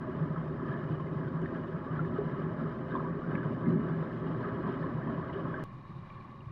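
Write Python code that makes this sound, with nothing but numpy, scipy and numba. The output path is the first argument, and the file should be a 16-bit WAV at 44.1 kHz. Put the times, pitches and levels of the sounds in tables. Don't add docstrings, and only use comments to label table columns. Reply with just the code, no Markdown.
import sys
import numpy as np
from scipy import signal
from scipy.fft import rfft, irfft, next_fast_len
from scipy.io import wavfile
from scipy.ndimage import uniform_filter1d
from numba import njit

SR = 44100
rng = np.random.default_rng(int(sys.argv[2]) if len(sys.argv) > 2 else 0)


def persist_wave(psi):
    counts = np.round(np.clip(psi, -1, 1) * 32767).astype(np.int16)
    wavfile.write(sys.argv[1], SR, np.atleast_2d(counts).T)


N = 287091


def undb(db):
    return 10 ** (np.asarray(db) / 20)


def unit(x):
    return x / np.sqrt(np.mean(x ** 2))


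def level_curves(table):
    times, *columns = np.transpose(table)
    return np.array([np.interp(np.arange(N) / SR, times, column) for column in columns])


@njit
def ring_bubbles(start, hz, cycles, size, glide, rise):
    y = np.zeros(N)
    for k in range(len(start)):
        decay_samples = cycles[k] * SR / hz[k]
        phasor = size[k] + 0j
        step = np.exp(2j * np.pi * hz[k] / SR - 1 / decay_samples)
        bend = np.exp(2j * np.pi * glide * hz[k] / SR / decay_samples)
        closed, opening = 1., np.exp(-hz[k] / SR / rise)
        for i in range(int(start[k]), min(N, int(start[k] + 9 * decay_samples))):
            y[i] += phasor.imag * (1 - closed) ** 2
            closed *= opening
            phasor *= step
            step *= bend
    return y


def bubble_cloud(lo_hz, hi_hz, cycles, scatter_db, wash_db, count):
    when, pitch, length, luck = rng.random((count, 4)).T
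    hz = lo_hz * (hi_hz / lo_hz) ** pitch
    size = hz * undb(-scatter_db * np.log(1 - luck))
    swarm = ring_bubbles(when * N, hz, cycles * (.5 + length), size, glide=0.034, rise=0.28)
    distant = rng.standard_normal(N) * np.sqrt(SR / 2 / (hi_hz - lo_hz))
    return unit(swarm) + undb(wash_db) * distant


def through_water(x, slope, modes, lo_hz, hi_hz):
    fft_n = next_fast_len(N, True)
    hz = np.fft.rfftfreq(fft_n, 1 / SR) + 1
    slope_hz, slope_db = np.transpose(slope)
    colour_db = np.interp(np.log(hz), np.log(slope_hz), slope_db)
    colour_db += sum(db / (1 + (2 * (hz - centre) / width) ** 2) for centre, width, db in modes)
    band = 1 / np.sqrt((1 + (lo_hz / hz) ** 16) * (1 + (hz / hi_hz) ** 16))
    return unit(irfft(rfft(x, fft_n) * undb(colour_db) * band, fft_n)[:N])


def microphone_at(clouds, levels, slope, modes, rumble_db, fizz_db, hiss_db):
    edges_hz = [15, 90, 200, 460, 1400, 2200, 4500, 20000]
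    churn, foam, fizz = clouds
    hum_db, churn_db, foam_db = levels
    noise = rng.standard_normal(N)
    flicker_db = 1.1 * unit(uniform_filter1d(rng.standard_normal(N), 1300))
    patches = [uniform_filter1d(rng.standard_normal(N), 1500) for _ in range(2)]
    gurgle_db = [0.72 * unit(uniform_filter1d(patch, 1500)) for patch in patches]
    swell_db = 0.93 * (foam_db - np.mean(foam_db))
    layers = [(noise, rumble_db),
              (churn, hum_db), (churn, churn_db),
              (foam, foam_db + gurgle_db[0]), (foam, foam_db + gurgle_db[1]),
              (fizz, fizz_db + swell_db + flicker_db),
              (noise, hiss_db + flicker_db)]
    return sum(undb(db) * through_water(source, slope, modes, lo_hz, hi_hz)
               for (source, db), lo_hz, hi_hz in zip(layers, edges_hz, edges_hz[1:]))


def beside_lanes(clouds):
    # (time [s], hum [dB], churn [dB], foam [dB])
    wash = [(0, -42, -42, -51), (1.75, -43.5, -42.5, -52), (2.4, -40.5, -40.5, -49.5),
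            (3.0, -42.5, -40.5, -51.5), (4.0, -40, -39.5, -49.5), (5.6, -41, -42, -48.5)]
    # (frequency [Hz], relative gain [dB])
    slope = [(20, -28.5), (45, -25), (85, -17), (160, -10), (400, -4.5), (470, -20.5), (800, -10),
             (1300, -22.5), (1800, -38.5), (2200, -50.5), (4000, -64), (7000, -72.5), (11500, -83.5),
             (16000, -90)]
    # (frequency [Hz], width [Hz], gain [dB])
    modes = [(122.6, 46, 14), (145, 1, -1.5), (160.2, 26, 15), (230.6, 11, 7), (265.3, 12, 6.5),
             (372.7, 22, 2.5), (520, 79, 13.5), (568, 8.5, 4), (627.3, 118, 13.5), (775, 40, -11),
             (845, 13, 5.5), (925, 38.5, -8.5), (983.4, 28, 8), (1095, 120, 6), (1425, 190, -10.5),
             (1700, 110, 3), (2070, 12, 6.5), (2720, 150, -5.5), (2927, 53, 11), (3170, 240, 6.5),
             (3370, 150, -4.5), (3710, 210, 3), (5160, 520, 6.5)]
    levels = add_kicks(level_curves(wash))
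    return microphone_at(clouds, levels, slope, modes, rumble_db=-51.5, fizz_db=-66, hiss_db=-85)


def plops():
    # (time [s], size [dB], pitch [Hz], fade to 1/e [periods])
    bubbles = [(.070, -37, 621, 13), (.130, -44, 1595, 18), (0.159, -23.5, 159.7, 4.5),
               (0.186, -22, 156.3, 4.3), (.298, -21, 160, 3.6), (0.36, -32.5, 1280, 8.6),
               (0.363, -39, 1620, 7.7), (.372, -35.5, 1056, 11), (.467, -39, 1110, 5),
               (.205, -25.5, 156, 3.2), (.618, -34.5, 1045, 10), (0.697, -28, 144, 2.6),
               (.651, -36.5, 1210, 8.3), (0.686, -42, 1160, 8), (0.717, -41, 1700, 8.2),
               (0.627, -26.5, 339, 3.1), (0.675, -32, 326, 3.4), (0.741, -39, 1714, 18),
               (.889, -37, 1020, 9), (.900, -22, 153, 7.1), (.997, -37.5, 1056, 19), (1.068, -49, 2050, 22),
               (1.118, -29, 291, 3), (.255, -26.5, 280, 3.9), (.599, -39, 1280, 8), (.773, -41, 1750, 10),
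               (.814, -38, 1720, 10), (1.151, -16.5, 158, 3), (1.165, -40, 1090, 8.9),
               (1.246, -22, 148, 2.2), (1.277, -38, 1503, 11), (1.336, -24.5, 161, 6.1),
               (1.417, -68, 7400, 12), (1.417, -68, 5500, 9.7), (1.417, -54, 3050, 5.4),
               (1.428, -54, 2950, 8.6), (1.420, -29.5, 372, 4.9), (1.4583, -32, 1770, 6.5),
               (1.489, -39.5, 1610, 10), (1.524, -31, 340, 4.7), (1.550, -40, 1640, 17),
               (1.636, -43, 1800, 14), (1.737, -26.5, 165, 4.8), (1.829, -39, 1080, 12),
               (1.865, -38, 1130, 18), (1.892, -37.5, 1180, 14), (1.914, -36.5, 1220, 10),
               (1.956, -40, 1170, 8), (2.049, -36.5, 1710, 7), (2.128, -29.5, 363, 4),
               (2.395, -39, 1166, 13), (2.752, -28.5, 224, 2.9), (2.943, -27, 256, 2.7),
               (1.928, -26.5, 151, 3.7), (1.992, -25.5, 1363, 9.2), (2.160, -35, 1264, 18),
               (2.185, -20, 407.4, 6.9), (2.243, -21.5, 153.5, 3.4), (2.001, -22, 157, 3.2),
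               (2.193, -27, 151, 4.8), (2.325, -27, 151, 4.1), (2.396, -25.5, 164, 3.5),
               (2.429, -22.5, 154, 2.2), (2.612, -29, 220, 3.5), (2.648, -28, 153.4, 6),
               (2.491, -29, 163, 2.5), (2.915, -56, 3650, 9.7), (2.908, -40, 1620, 10),
               (2.921, -36.5, 1595, 14), (2.942, -41, 1583, 25), (2.952, -21, 1050, 5),
               (2.964, -31, 990, 9.6), (2.954, -36, 1234, 6.3), (2.960, -51.5, 3500, 10),
               (2.998, -32, 1280, 6.5), (3.004, -30, 1050, 5.3), (3.018, -33, 1100, 5),
               (3.084, -37, 1125, 14), (3.082, -39.5, 1520, 6), (3.037, -44, 1750, 8.3),
               (3.044, -36.5, 990, 19), (3.063, -36, 1146, 11), (3.104, -23.5, 171, 2.4),
               (3.217, -35, 1160, 14), (3.238, -38, 1420, 8.6), (3.256, -22, 155.4, 3),
               (3.273, -21.5, 151.3, 3.2), (3.459, -37, 1080, 4.9), (3.347, -24, 199, 1.6),
               (3.364, -20, 262, 1.3), (3.371, -18, 250, 0.92), (3.322, -18, 166, 2), (3.351, -36, 1150, 4),
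               (3.352, -36, 2120, 7.9), (3.352, -31.5, 1680, 7.8), (3.357, -43, 2250, 10),
               (3.352, -37, 2370, 4.5), (3.352, -49, 2870, 4.6), (3.379, -35.5, 1660, 14),
               (3.409, -39, 1700, 15), (3.521, -30.5, 598, 4.9), (3.659, -47, 2090, 29),
               (3.665, -15, 239, 3.9), (3.674, -18.5, 165, 5.4), (3.715, -20, 164.2, 6),
               (3.838, -24.5, 230, 2.6), (3.741, -26, 347, 4.2), (3.687, -15, 237, 2.8),
               (3.690, -50, 4140, 2.4), (3.690, -59, 7040, 2.3), (3.705, -52.5, 3000, 9.9),
               (3.757, -15, 202, 2.2), (3.791, -21.5, 210, 2.7), (3.871, -24.5, 162, 10.4),
               (3.908, -35, 154, 5), (4.240, -32, 394, 6.6), (4.292, -26.5, 164.6, 5.2),
               (4.358, -27, 379, 4), (4.407, -36, 972, 8), (4.587, -37, 980, 8), (4.665, -36, 1024, 13),
               (4.982, -34.5, 1010, 8), (4.326, -44, 1250, 8.9), (4.440, -36.5, 1580, 9.9),
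               (4.445, -32, 1253, 15), (4.494, -36, 1237, 8.2), (4.635, -37.5, 1136, 16),
               (4.681, -35, 360, 2.1), (4.828, -41, 1755, 12), (4.838, -31, 1060, 9),
               (4.926, -39, 1130, 15), (5.026, -42.5, 1776, 17), (5.042, -29.5, 149, 4.3),
               (5.072, -36, 986, 12), (5.177, -35.5, 1014, 7.1), (5.197, -33, 985, 8.8),
               (5.295, -37, 980, 8), (5.384, -36, 1134, 9.6), (5.336, -47, 3140, 9),
               (5.33, -48.5, 2945, 18), (5.339, -49, 2950, 23), (5.404, -55, 2950, 14),
               (5.352, -30.5, 392, 18), (5.453, -30.5, 1065, 6.5), (5.470, -36.5, 1026, 10),
               (5.298, -42, 1990, 8), (5.541, -28, 1575, 7.3), (5.560, -40, 1694, 13),
               (5.579, -36, 1130, 7.3), (5.605, -41, 1760, 10), (5.851, -40, 1080, 7.1),
               (6.102, -45, 2350, 8), (6.102, -54, 2700, 5), (6.102, -52, 2050, 5), (6.160, -54, 1750, 8),
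               (6.210, -52, 2350, 10), (6.406, -52, 2800, 11), (6.462, -29, 72, 1.05)]
    times, size_db, hz, cycles = np.transpose(bubbles)
    return ring_bubbles(times * SR, hz, cycles, undb(size_db), glide=.005, rise=0.86)


def add_kicks(wash_db):
    # (time [s], hum [dB], churn [dB], foam [dB])
    kicks = [(.19, -41.5, -43.5, -51.5), (0.371, -45.5, -48.5, -54), (0.701, -37.5, -41, -48.5),
             (0.929, -40.5, -42, -53), (1.189, -37, -41, -53.5), (1.35, -49, -46, -56.5),
             (1.439, -49.5, -42, -56), (1.55, -41.5, -43, -52), (1.76, -44.5, -45, -55),
             (1.959, -36.5, -42, -49.5), (2.19, -44.5, -38, -49.5), (2.421, -43.5, -43, -56),
             (2.628, -41.5, -54, -49), (2.95, -53.5, -35.5, -48), (3.329, -37.5, -38, -48),
             (3.46, -35.5, -50, -52.5), (3.688, -31.5, -37, -51.5), (3.90, -44, -45, -52),
             (4.299, -40.5, -43, -52.5), (4.47, -37.5, -43, -49), (4.681, -44, -36.5, -48),
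             (4.849, -41.5, -43, -52), (5.109, -46, -39, -50.5), (5.37, -39.5, -56, -55)]
    rise_s, fade_s, hop = 0.04, 0.057, 64
    peak_s, *peak_db = np.transpose(kicks)
    since = np.arange(0, N, hop) / SR - peak_s[:, None]
    swell = np.where(since < 0, np.exp(-(since / rise_s) ** 2), np.exp(-np.abs(since) / fade_s))
    stepped_power = np.repeat(undb(peak_db) ** 2 @ swell, hop, axis=1)[:, :N]
    kick_power = uniform_filter1d(stepped_power, 256)
    return 10 * np.log10(undb(wash_db) ** 2 + kick_power)


def hard_cut(first, second, at_s):
    since = np.arange(N) / SR - at_s
    share = (1 + np.tanh(since / .0006)) / 2
    tick = undb(-34) * (since > 0) * np.exp(-np.abs(since) / .002)
    return (1 - share) * first + share * second + tick


def by_wall(clouds):
    # (time [s], hum [dB], churn [dB], foam [dB])
    wash = [(5.65, -46.5, -56, -60), (5.82, -50, -55.5, -61), (5.99, -45.5, -56.5, -59),
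            (6.16, -52, -56, -58), (6.33, -51, -54, -60.5), (6.5, -46.5, -58, -62)]
    # (frequency [Hz], relative gain [dB])
    slope = [(20, -11), (50, -17), (100, -10.5), (160, -13), (300, -27), (500, -16.5), (900, -21),
             (1400, -43), (2200, -45.5), (4000, -44.5), (7000, -60), (11500, -68.5), (16000, -73)]
    # (frequency [Hz], width [Hz], gain [dB])
    modes = [(136, 40, 7.5), (360, 110, 4.5), (460, 124, -19.5), (540, 33, 7.5), (1111, 215, 19.5),
             (1740, 110, 5.5), (2020, 41, 6.5), (2394, 100, 10.5), (2890, 240, 8), (3780, 140, 6)]
    levels = level_curves(wash)
    return microphone_at(clouds, levels, slope, modes, rumble_db=-59, fizz_db=-73.5, hiss_db=-84.5)


def scene():
    churn = bubble_cloud(74.2, 557, cycles=2.66, scatter_db=2.1, wash_db=3.0, count=2500)
    foam = bubble_cloud(377.2, 2612, cycles=7, scatter_db=1.3, wash_db=1.2, count=6000)
    fizz = bubble_cloud(1900, 5200, cycles=23.0, scatter_db=0.48, wash_db=0.44, count=2500)
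    clouds = churn, foam, fizz
    wash = hard_cut(beside_lanes(clouds), by_wall(clouds), at_s=5.6391)
    return (wash + plops())[None]


def record(dry):
    top_hz = 15800
    return signal.sosfilt(signal.ellip(8, .2, 70, top_hz, fs=SR, output="sos"), dry)


dry = scene()
out = record(dry)
persist_wave(out)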